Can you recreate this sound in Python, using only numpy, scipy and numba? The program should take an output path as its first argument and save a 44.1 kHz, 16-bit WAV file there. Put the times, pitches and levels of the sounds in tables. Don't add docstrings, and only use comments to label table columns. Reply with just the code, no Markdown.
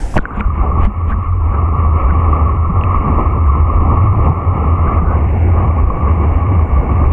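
import sys
import numpy as np
from scipy import signal
from scipy.fft import rfft, irfft, next_fast_len
from scipy.io import wavfile
from scipy.ndimage import uniform_filter1d, minimum_filter1d
from numba import njit

SR = 44100
rng = np.random.default_rng(int(sys.argv[2]) if len(sys.argv) > 2 else 0)


def linear_from_db(decibels):
    return 10 ** (np.asarray(decibels, float) / 20)


def dump_mix(stems):
    frames = np.atleast_2d(stems).T
    limited = np.clip(frames, -1, 1)
    pcm = np.round(limited * 32767).astype(np.int16)
    wavfile.write(sys.argv[1], SR, pcm)


N = 314342
RING_HZ = 1130.0


def curves(*tables):
    s, *columns = np.vstack(tables).T
    return [np.interp(np.arange(N) / SR, s, c) for c in columns]


def swells(s, db, half_s):
    t = np.arange(0, N + 64, 64) / SR
    bells = db * np.exp(-((t[:, None] - s) / half_s) ** 2)
    return np.interp(np.arange(N) / SR, t, bells.sum(axis=1))


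def colour(x, points):
    hz, db = np.transpose(points)
    size = next_fast_len(N)
    f = np.arange(size // 2 + 1) * SR / size + 1
    gain = linear_from_db(np.interp(np.log(f), np.log(hz), db, -140, -140))
    y = irfft(rfft(x, size) * gain, size)[:N]
    return y / np.std(y)


def walk(rate):
    k = int(SR / rate)
    steps = np.repeat(rng.standard_normal(N // 100), k)[:N]
    return 0.81 * uniform_filter1d(uniform_filter1d(steps, k), k)


@njit
def svf(x, hz, width_hz):
    y, b, l = np.empty(len(x)), 0., 0.
    for i in range(len(x)):
        g, k = np.tan(np.pi * hz[i] / SR), width_hz / hz[i]
        v = (b + g * (x[i] - l)) / (1 + g * (g + k))
        b, l, y[i] = 2 * v - b, l + 2 * g * v, k * v
    return y


def fixed_band(x, hz, width_hz):
    return svf(x, np.full(N, hz), width_hz)


@njit
def rings(length, s, hz, t60, size, glide):
    y = np.zeros(length)
    for e in range(len(s)):
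        start, n = int(s[e] * SR), int(t60[e] * SR * .8) + 1
        z, swell = size[e] + 0j, 1.
        p = np.exp(2j * np.pi * hz[e] / SR - np.log(1000) / (t60[e] * SR))
        turn = np.exp(2j * np.pi * hz[e] * glide / SR / n)
        for i in range(start, min(start + n, length)):
            y[i] += z.imag * (1 - swell) ** 2
            swell *= 1 - 2 * hz[e] / SR
            z *= p
            p *= turn
    return y


def saturate(x, share):
    envelope = np.abs(signal.hilbert(x, next_fast_len(N))[:N])
    return x / envelope ** share


def under():
    return np.clip((np.arange(N) / SR - 0.195) / 0.012, 0, 1)


# (time [s], churn level [dB], share of the shell wrapped in foam [0-1])
JETS = [(0, -28.5, 0.9), (.2, -33, 0.28), (.32, -29, 0.18), (.7, -27, 0.17), (.9, -33, 0.14),
        (1.36, -28.5, 0.17), (1.6, -26.5, 0.1), (2.3, -19.5, 0.18), (2.64, -25, 0.11), (3.1, -20, 0.16),
        (3.4, -26, 0.11), (3.95, -20, 0.12), (4.47, -25, 0.17), (5.1, -19.5, 0.12), (5.27, -22.5, 0.38),
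        (5.45, -18, 0.74), (5.56, -21.5, 0.23), (7.13, -20.5, 0.29)]
# (time [s], rise [dB], half length [s])
GUSHES = [(0.49, -0.5, 0.051), (0.63, 3, 0.041), (0.998, 0.5, 0.043), (1.367, -1.5, 0.049),
          (0.822, 6, 0.063), (1.104, 2.5, 0.031), (1.255, 2.5, 0.033), (1.554, 1.5, 0.029),
          (1.794, 2.5, 0.048), (1.925, -1.5, 0.051), (1.996, 3, 0.031), (2.945, 3.5, 0.05),
          (2.926, 0, 0.018), (3.082, 0.5, 0.032), (3.2, 3, 0.023), (5.417, -2, 0.042), (3.527, 4, 0.042),
          (3.981, 3.5, 0.017), (4.073, -2.5, 0.067), (4.274, 3.5, 0.023), (4.944, 1, 0.093),
          (5.056, -5, 0.061), (5.616, 2.5, 0.075), (5.894, -2.5, 0.096), (6.074, 1.5, 0.071),
          (6.25, 2, 0.026), (6.7, -3, 0.14), (6.756, 4, 0.051), (7.006, 2, 0.039)]
# (offset [dB], share of churn change [1], foam effect [dB per full foam],
# foam share beyond which nothing changes [1], share of gush [1])
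FOLLOW = [
    (0, 0.81, -1.95, 1.2, 0.86),
    (5.5, 0.74, -32, 1.2, 1.4),
    (-21, 0.73, 2.5, 1.2, 1.2),
    (-52.5, .4, 4.5, 1.2, .25),
    (-34, 0.67, 55, 0.27, 0.2),
]


def layer_db():
    mid_db = -24
    churn_db, foam = curves(JETS)
    gush_db = swells(*np.transpose(GUSHES))
    return [mid_db + db + share * (churn_db - mid_db) + foam_db * np.minimum(foam, full) + gush * gush_db
            for db, share, foam_db, full, gush in FOLLOW]


# (time [s], rise [dB], half length [s])
LEAKS = [(0.202, 20, .01), (0.227, 7, .02), (0.349, 21, 0.064), (0.443, 13, 0.034), (0.614, 12.5, 0.058),
         (.85, 13, .05), (1.126, 28, .02), (1.547, 20.5, .03), (2.101, 19.5, .02), (3.07, 8, 0.054),
         (3.459, 4, .02), (4.873, 17, 0.01), (4.994, 12, 0.017), (5.114, 6, 0.046), (5.58, 10.5, 0.035),
         (6.081, 7, .025)]
# (time [s], pitch [Hz], level [dB])
PINCH = [
    (5.0, 1350, -70),
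    (5.05, 1392, -37.5),
    (5.1, 1433, -38),
    (5.145, 1546, -39),
    (5.18, 1400, -40),
    (5.23, 1340, -68),
]


def pocket():
    grain = rng.standard_normal(N) * linear_from_db(0.9 * walk(44))
    hz, pinch_db = curves(PINCH)
    pinch = svf(svf(grain, hz, 220.), hz, 220.)
    band = colour(grain, [(1330, -19.0), (1420, -0.5), (1520, -6.5), (1650, -10.5), (1800, -26)])
    leak_db = layer_db()[-1] + swells(*np.transpose(LEAKS)) - 5.5
    return linear_from_db(pinch_db) * pinch / np.std(pinch) + band * linear_from_db(leak_db) * under()


# (frequency [Hz], density [dB per Hz])
SPRAY_COLOUR = [(2500, -22), (4000, -17), (5000, -13), (6200, -1.5), (7200, 3.5), (8000, -1), (8800, 1),
                (10500, -5), (10900, -20.5), (11400, -43.5)]
# (frequency [Hz], density [dB per Hz])
SPLASH_COLOUR = [(80, -9.5), (250, 5), (1000, 2), (1600, -10.5), (2500, -10.5), (3500, -26.5), (5000, -53)]
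# (start [s], length [s], level [dB], brightness [dB])
SPLASH = [
    (0.151, 0.032, -12, -41),
    (0.184, 0.0053, -18, -45),
    (0.313, 0.087, -28.5, -45),
    (0.386, 0.027, -19, -47),
    (0.762, 0.12, -21.5, -41),
    (0.835, 0.04, -28.5, -34),
    (1.044, 0.087, -28.5, -39),
    (4.224, 0.045, -35, -46),
]


def splash():
    t = np.arange(N) / SR
    grain = rng.standard_normal((2, N)) * linear_from_db(1.9 * walk(400))
    dull, bright = colour(grain[0], SPLASH_COLOUR), colour(grain[1], SPRAY_COLOUR)
    body = signal.sosfiltfilt(signal.butter(2, 900, fs=SR, output="sos"), dull)
    dull = dull - 0.41 * under() * body
    total = np.zeros(N)
    for s, length, db, bright_db in SPLASH:
        burst = np.sin(np.pi * np.clip((t - s) / length, 0, 1) ** 2.0)
        total += burst * linear_from_db(db) * (dull + linear_from_db(bright_db) * bright)
    return total


# (time [s], level [dB])
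AIR = [
    (0, -37),
    (.1, -41.5),
    (.15, -38.5),
    (.178, -38),
    (.186, -83.5),
    (.2, -120),
]
# (frequency [Hz], density [dB per Hz])
AIR_COLOUR = [(250, -9), (400, 7.5), (900, -4), (1600, 7.5), (3000, -5), (4300, -11), (5200, -4),
              (7000, -4.5), (8500, -6), (9500, -15.5), (12000, -36.5), (16000, -56)]
# (time [s], pressure jump [full scale], rise [s])
PLUNGE = [(0.145, .4, .0062), (.1585, -.15, .002), (.162, .85, .0025), (.165, -.5, .002), (.1677, .4, .001),
          (.169, -1.1, .0017), (.1707, .6, .001), (.172, .8, .002), (.1745, -.6, .002), (.1773, .7, .001),
          (.1805, -.6, .004), (.1897, -.9, .0012), (.191, .7, .0013), (.1928, -.7, .003)]


def plunge():
    t = np.arange(N) / SR
    fizz = colour(rng.standard_normal(N) * linear_from_db(1.1 * walk(110)), AIR_COLOUR)
    gap = svf(rng.standard_normal(N), np.interp(t, [0, .08, .16], [9000., 9600., 10800.]), 1000.)
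    pressure = np.zeros(N)
    for s, jump, rise in PLUNGE:
        pressure += 1.35 * jump * np.sin(np.pi / 2 * np.clip((t - s) / rise, 0, 1)) ** 2
    vent_s = 0.01
    leaked = signal.lfilter([1, -1], [1, -np.exp(-1 / (vent_s * SR))], pressure)
    crack_s, crack_db, crack_t60_s = .1783, -6, .004
    snap = linear_from_db(crack_db - 60 * np.abs(t - crack_s) / crack_t60_s)
    crack = rng.standard_normal(N) * (t > crack_s) * snap
    crack = signal.sosfilt(signal.butter(2, 3000, fs=SR, output="sos"), crack)
    return crack + (fizz + gap) * linear_from_db(curves(AIR)[0]) + leaked


# (time [s], peak [dB], pitch [Hz], ring T60 [s])
KNOCKS = [(0.1406, -9.5, 1050, 0.012), (0.1565, 5.5, 600, 0.007), (.1665, 9, 900, .008),
          (0.1645, -7, 1500, .006), (0.168, -5, 2600, .006), (0.174, -1, 2100, .006),
          (0.178, 9, 1670, 0.0052), (0.186, 4, 1430, 0.013), (0.1877, -1, 1250, 0.0095),
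          (0.254, -3.5, 1470, 0.013), (.307, -16, 1290, 0.026), (0.4063, -11, 2260, .012),
          (.409, -8.5, 1350, 0.017), (0.8495, -18, 2000, .012), (1.1174, -16, 1480, .012),
          (1.124, -17, 1850, .008), (1.132, -17, 1660, .009), (1.139, -28, 1900, .008),
          (1.538, -28, 1720, 0.0134), (2.105, -19, 1497, .008), (2.108, -18, 1900, .008),
          (2.811, -21, 2704, 0.01), (2.8366, -12.5, 2560, 0.012), (2.837, -17, 1900, .008),
          (3.19, -24, 2040, 0.013), (3.463, -27, 1500, 0.016), (4.8784, -19, 1546, .017),
          (6.079, -27, 1600, .014)]
# (time [s], peak [dB], pitch [Hz])
BUMPS = [(0.37, -10, 201), (0.4, -10, 209), (0.572, -14, 191), (.655, -25, 170), (0.721, -9.5, 160),
         (0.87, -1, 203), (.97, -21, 193), (1.106, -14, 197.2), (1.134, -12.5, 198), (1.18, -19, 200),
         (2.12, -5, 162), (2.693, -3, 172.5), (3.04, -5.5, 201.5), (3.067, -5.5, 150), (3.172, -21, 194.2),
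         (3.78, -18, 183), (4.259, -4.5, 146), (4.293, 1.5, 138), (4.65, -3.5, 145), (5.018, -4.5, 164.3),
         (5.609, -17, 144), (5.938, -11, 148), (6.079, -18, 142), (6.516, -10, 281)]
# (time [s], peak [dB], pitch [Hz])
PINGS = [(0.5004, -12.5, 1200), (0.66, -12.5, 1140), (0.714, -10, 1123), (0.7782, -10.5, 1094),
         (0.8207, -20, 1160), (1.7212, -20, 1097), (1.8634, -16, 1130), (1.907, -14, 1165),
         (1.9646, -14, 1109), (1.997, -14, 1114), (2.1511, -11.5, 1130), (2.2147, -11.5, 1110),
         (2.2631, -15, 1154), (2.3275, -6, 1163), (2.392, -10, 1130), (2.4916, -9.5, 1090),
         (2.5271, -16, 1084), (2.6444, -13, 1140), (2.801, -13, 1130), (2.8675, -15, 1210),
         (2.906, -7.5, 1123), (2.9953, -14, 1130), (3.0786, -12, 1120), (3.1018, -20, 1150),
         (3.178, -16, 1120), (3.2547, -10, 1110), (3.4966, -6, 1130), (3.5753, -11, 1130),
         (3.6974, -6.5, 1113), (3.746, -15, 1111), (4.0696, -11.5, 1130), (4.146, -13, 1130),
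         (4.1891, -17.5, 1110), (4.2702, -10, 1090), (4.774, -13.5, 1136), (4.954, -13.5, 1140),
         (5.6443, -11.5, 1034), (5.7833, -14.5, 1130), (5.8724, -18, 1072), (5.9, -9.5, 1064),
         (6.0058, -15.5, 1150), (6.0704, -13.5, 1130), (6.0923, -13, 1070), (6.2594, -17, 1147),
         (6.4231, -14, 1105), (6.465, -15.5, 1123), (6.5167, -17.5, 1084), (6.547, -18, 1150),
         (6.591, -14, 1122), (6.752, -14, 1120), (6.764, -13, 1120), (6.8906, -15, 1120),
         (6.9552, -15.5, 1105), (7.037, -15, 1140)]
# (time [s], peak [dB], pitch [Hz])
TICKS = [(.01, -41, 8800), (.016, -41, 4500), (.132, -43, 8500), (.138, -43, 7500), (.146, -39, 7000),
         (.165, -38, 4500), (.178, -25, 4500), (.1788, -44, 7300), (.192, -51, 8000), (.1578, -30, 3000),
         (.1578, -36, 5000), (.169, -30, 3400), (.1782, -17, 3000), (.1782, -25, 5800), (.203, -37, 3200),
         (.212, -43, 3300), (.2205, -49, 7000), (.221, -45, 3200), (.228, -44, 2700), (.363, -50, 7500),
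         (.370, -49, 7000), (.403, -47, 8000), (.4072, -45, 4800), (.4072, -39, 3000), (.825, -48, 3600),
         (.8385, -46, 6200), (.8385, -48, 9000), (.85, -33, 3000), (.85, -39, 4300), (.85, -43, 5800),
         (.856, -49, 7000), (.865, -45, 3800), (1.049, -47, 7500), (1.124, -48, 3900), (1.2906, -48, 7500),
         (1.318, -52, 3600), (2.8375, -50, 3900), (2.911, -55, 4100), (2.911, -56, 5400),
         (2.911, -57, 6800), (3.1, -47, 2700), (3.465, -49, 7500), (4.2932, -46, 3600), (4.2935, -48, 5000)]


def knocks():
    bump_t60_s, ping_t60_s = 0.093, 0.026
    s, db, hz, t60 = np.transpose(KNOCKS + [(*row, bump_t60_s) for row in BUMPS])
    partner_hz = hz * np.where(hz > 1900, .72, 1.45)
    body = rings(N, s, hz, t60, linear_from_db(db), 0.035)
    body = body + rings(N, s, partner_hz, 0.5 * t60, linear_from_db(db - 19.5), 0.027)
    ping_s, ping_db, ping_hz = np.transpose(PINGS)
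    pings = rings(N, ping_s, ping_hz, ping_t60_s + 0 * ping_s, linear_from_db(ping_db + 6), 0.02)
    body = body + fixed_band(fixed_band(pings, RING_HZ, 230.), RING_HZ, 230.)
    soft = signal.sosfilt(signal.butter(8, 3000, fs=SR, output="sos"), body)
    blow_tick_db = db - 31 - 2 * np.minimum(t60 * 1000, 22)
    tick_s, bright_db, tick_hz = np.transpose(TICKS)
    s, db = np.append(s, tick_s), np.append(blow_tick_db, bright_db)
    hz = np.append(np.full(len(hz), 4200.), tick_hz)
    ticks = np.zeros(N)
    for r in rng.standard_normal((4, len(s))):
        ticks += rings(N, s + .0005 * np.abs(r), hz * (1 + .08 * r), 18 / hz, linear_from_db(db), 0.)
    tick_band = signal.butter(2, [2500, 10000], "band", fs=SR, output="sos")
    return soft + signal.sosfilt(tick_band, ticks)


def bubbling_churn():
    when, pitch, rank = rng.random((3, 9000))
    hz = 120 * 22 ** pitch
    size = linear_from_db(-2.2 * np.log(np.maximum(rank, .03))) * np.sqrt(hz)
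    bubbles = rings(N, when * N / SR, hz, 12 / hz, size, 0.16)
    churn = rng.standard_normal(N) + 0.26 * bubbles / np.std(bubbles)
    return churn * linear_from_db(0.93 * walk(12) + 1.0 * walk(60))


# (frequency [Hz], density [dB per Hz])
BIG_COLOUR = [(70, -33.5), (120, -5.5), (200, -6), (400, -9), (640, -12.5), (830, -8), (1000, -13),
              (1400, -39), (2000, -66.5)]
RING_COLOUR = [(850, -33.5), (1000, -8), (1140, -0.5), (1300, -10), (1410, -22), (1480, -52)]
SMALL_COLOUR = [(1450, -41.5), (1700, -3.5), (2000, -2), (2240, 4), (2450, -7.5), (2800, -7.5), (3050, -20),
                (3500, -31), (4500, -53)]
# (time [s], change [dB], half length [s])
BIG_CHANGES = [(0.28, -3, 0.035), (.5, -6.5, 0.064), (0.646, 6, 0.033), (0.829, 4, .05), (.94, -2.5, .05),
               (1.1, 0, .03), (1.3, -6.5, 0.12), (2.029, -2, 0.048), (2.355, 0.5, 0.046), (2.5, -1.5, 0.16),
               (2.925, -2.5, 0.071), (3.087, 3.5, .03), (3.18, 3, 0.023), (3.493, -2.5, 0.055),
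               (3.628, -2.5, 0.045), (3.72, 1, .04), (3.998, 0.5, 0.052), (4.287, 4, 0.045), (4.602, 1.5, 0.071),
               (4.851, -1, 0.057), (5.203, 1, .08), (5.61, 2, 0.074), (6.076, 1.5, 0.032), (6.2, 1.5, .05),
               (6.3, 1.5, 0.06), (6.897, 2.5, 0.063), (7.05, 2, .06)]


def jets():
    big_db, ring_db, small_db, spray_db, _ = layer_db()
    foam = curves(JETS)[1]
    churn = bubbling_churn()
    big = colour(churn * linear_from_db(1.4 * walk(15)), BIG_COLOUR)
    big = big * linear_from_db(big_db + 0.5 + swells(*np.transpose(BIG_CHANGES)))
    big = big - np.clip(foam * 1.9, 0, .75) * fixed_band(big, RING_HZ, 600.)

    ring = colour(churn * linear_from_db(0.38 * walk(68)), RING_COLOUR)
    ring = colour(saturate(ring, 0.16), [(850, -20.5), (950, -2.5), (1350, 2.5), (1450, -23.0)])
    ring = ring * linear_from_db(ring_db - 2.5)
    ping_s, lull_s = np.transpose(PINGS)[0], 0.0055
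    ring = ring * linear_from_db(swells(ping_s - lull_s, -1.5, lull_s) + swells(ping_s + lull_s, -2, lull_s))
    ring = ring - np.clip((foam - .15) * 6., 0, .55) * fixed_band(ring, 1330., 260.)

    small = colour(churn * linear_from_db(2.0 * walk(22)), SMALL_COLOUR) * linear_from_db(small_db + 2.5)
    spray = colour(rng.standard_normal(N) * linear_from_db(1.2 * walk(40) + 2.5 * walk(300)), SPRAY_COLOUR)
    spray = spray * linear_from_db(spray_db + 2.5)
    return big + (ring + small + spray) * under()


# (time [s], breathing pitch [Hz], hum level [dB])
CLOUD = [
    [(0, 78.6, -45), (.08, 90, -25), (.24, 86.7, -41)],
    [(.47, 72.13, -12.5), (.83, 77, -17.5), (1.25, 85.42, -16.5), (1.75, 77.58, -11.5), (2.1, 78.92, -12.5),
     (2.55, 76.95, -11), (2.9, 85.4, -12.5), (3.35, 70.7, -11.5), (3.65, 76.38, -11), (4.2, 91.9, -10),
     (4.65, 78.04, -11.5), (5.7, 82.37, -11), (6.05, 71.07, -10), (6.45, 79.94, -10), (6.95, 75, -9.5)],
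]
# (time [s], pitch change [Hz], half length [s])
WAVERS = [(0.931, 7, 0.0895), (2.055, -14, 0.0605), (2.217, 3, 0.063), (2.703, 3, 0.059), (3.996, 3, .05),
          (4.28, -8, 0.049), (4.42, 4, 0.057), (4.646, -3, .05), (4.994, 2, .05), (5.28, -3, 0.077),
          (5.496, 4, 0.086), (5.878, -4, 0.059), (6.151, 8, 0.049), (6.747, -6.5, .05), (7.0, 5, 0.13)]
# (time [s], change [dB])
THROBS = [(.43, -6.5), (0.811, 9), (.93, -18), (1.12, -21), (1.52, 1.5), (1.74, -1.5), (2.0, -7), (2.19, 4),
          (2.3, 2), (2.39, -5), (2.58, 1.5), (2.71, -20), (3.04, -7.5), (3.17, -2.5), (3.5, 4), (3.56, 1.5),
          (3.62, 3), (3.731, -11), (4.29, -1), (4.351, -12), (4.43, -9), (4.61, -2), (4.53, 2), (4.71, 1.5),
          (4.89, -5), (5.05, -4.5), (5.12, -0.5), (5.34, 2.5), (5.66, 2.5), (5.7, 2), (5.77, -1.5),
          (5.85, -6), (5.94, -18.5), (6.07, 0.5), (6.22, -3.5), (6.33, -7), (6.401, -1.5), (6.679, -14.5),
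          (6.87, -5.5)]
# (time [s], rise over the calm level [dB], half length [s])
SURGES = [(0.048, 11.5, 0.041), (0.195, 7, 0.056), (0.445, 11.5, 0.075), (0.64, 12.5, 0.094),
          (0.774, 6, 0.068), (0.855, 22, 0.038), (1.126, 17, 0.034), (1.47, 8.5, 0.3), (1.868, 7, 0.047),
          (2.07, 10, 0.089), (2.298, 7, 0.12), (2.747, 10.5, 0.099), (2.996, 14.5, 0.084),
          (3.203, 15, 0.091), (3.625, 9.5, .04), (4.678, 6, 0.046), (5.699, 3.5, 0.038),
          (3.795, 14.5, 0.081), (3.931, 15, 0.05), (4.156, 9.5, 0.13), (4.873, 8, 0.07), (5.076, 10, 0.16),
          (5.482, 8.5, 0.13), (5.621, 6.5, 0.06), (5.85, 17, 0.054), (5.956, 13, 0.045), (6.333, 6, 0.066),
          (6.737, 11, 0.12), (7.07, 16.5, 0.055)]


def cloud():
    throb_s, calm_db = 0.025, -26.5
    hz, hum_db = curves(*CLOUD)
    hz = hz + swells(*np.transpose(WAVERS))
    hum_db = hum_db + swells(*np.transpose(THROBS), throb_s)
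    surge_db = calm_db + swells(*np.transpose(SURGES))
    hum = svf(svf(rng.standard_normal(N), hz, 25.0), hz, 31.0)
    tone = np.sin(2 * np.pi * np.cumsum(hz + 1.4 * walk(14)) / SR) * linear_from_db(3.2 * walk(11))
    hum = saturate(hum / np.std(hum) + 0.85 * tone, 0.42)
    surge = colour(rng.standard_normal(N),
                   [(6, -12.5), (18, -8.0), (30, -7.5), (50, -2.5), (65, -8.0), (95, -26.5)])
    return linear_from_db(hum_db) * hum / np.std(hum) + linear_from_db(surge_db) * surge


def scene():
    return (pocket() + splash() + plunge() + knocks() + jets() + cloud())[None]


@njit
def hold(x, top, attack, release):
    gain, e = np.empty(len(x)), 0.
    for i in range(len(x)):
        e += (abs(x[i]) - e) * (attack if abs(x[i]) > e else release)
        gain[i] = min(1., top / (e + 1e-9))
    return gain


def smooth(gain):
    return uniform_filter1d(uniform_filter1d(gain, size=300), size=300)


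def band_limit(x):
    return signal.sosfilt(signal.butter(12, 15000, fs=SR, output="sos"), x)


def record(dry):
    held = dry[0] * smooth(hold(dry[0], 0.59, 0.016, 0.00044))
    room = minimum_filter1d(np.minimum(1, .96 / (np.abs(held) + 1e-9)), size=600)
    limited = held * smooth(room)
    i = np.arange(N)
    limited = limited * np.clip(np.minimum(N - i, 3 * i) / (.006 * SR), 0, 1)
    return band_limit(limited[None])


dry = scene()
out = record(dry)
dump_mix(out)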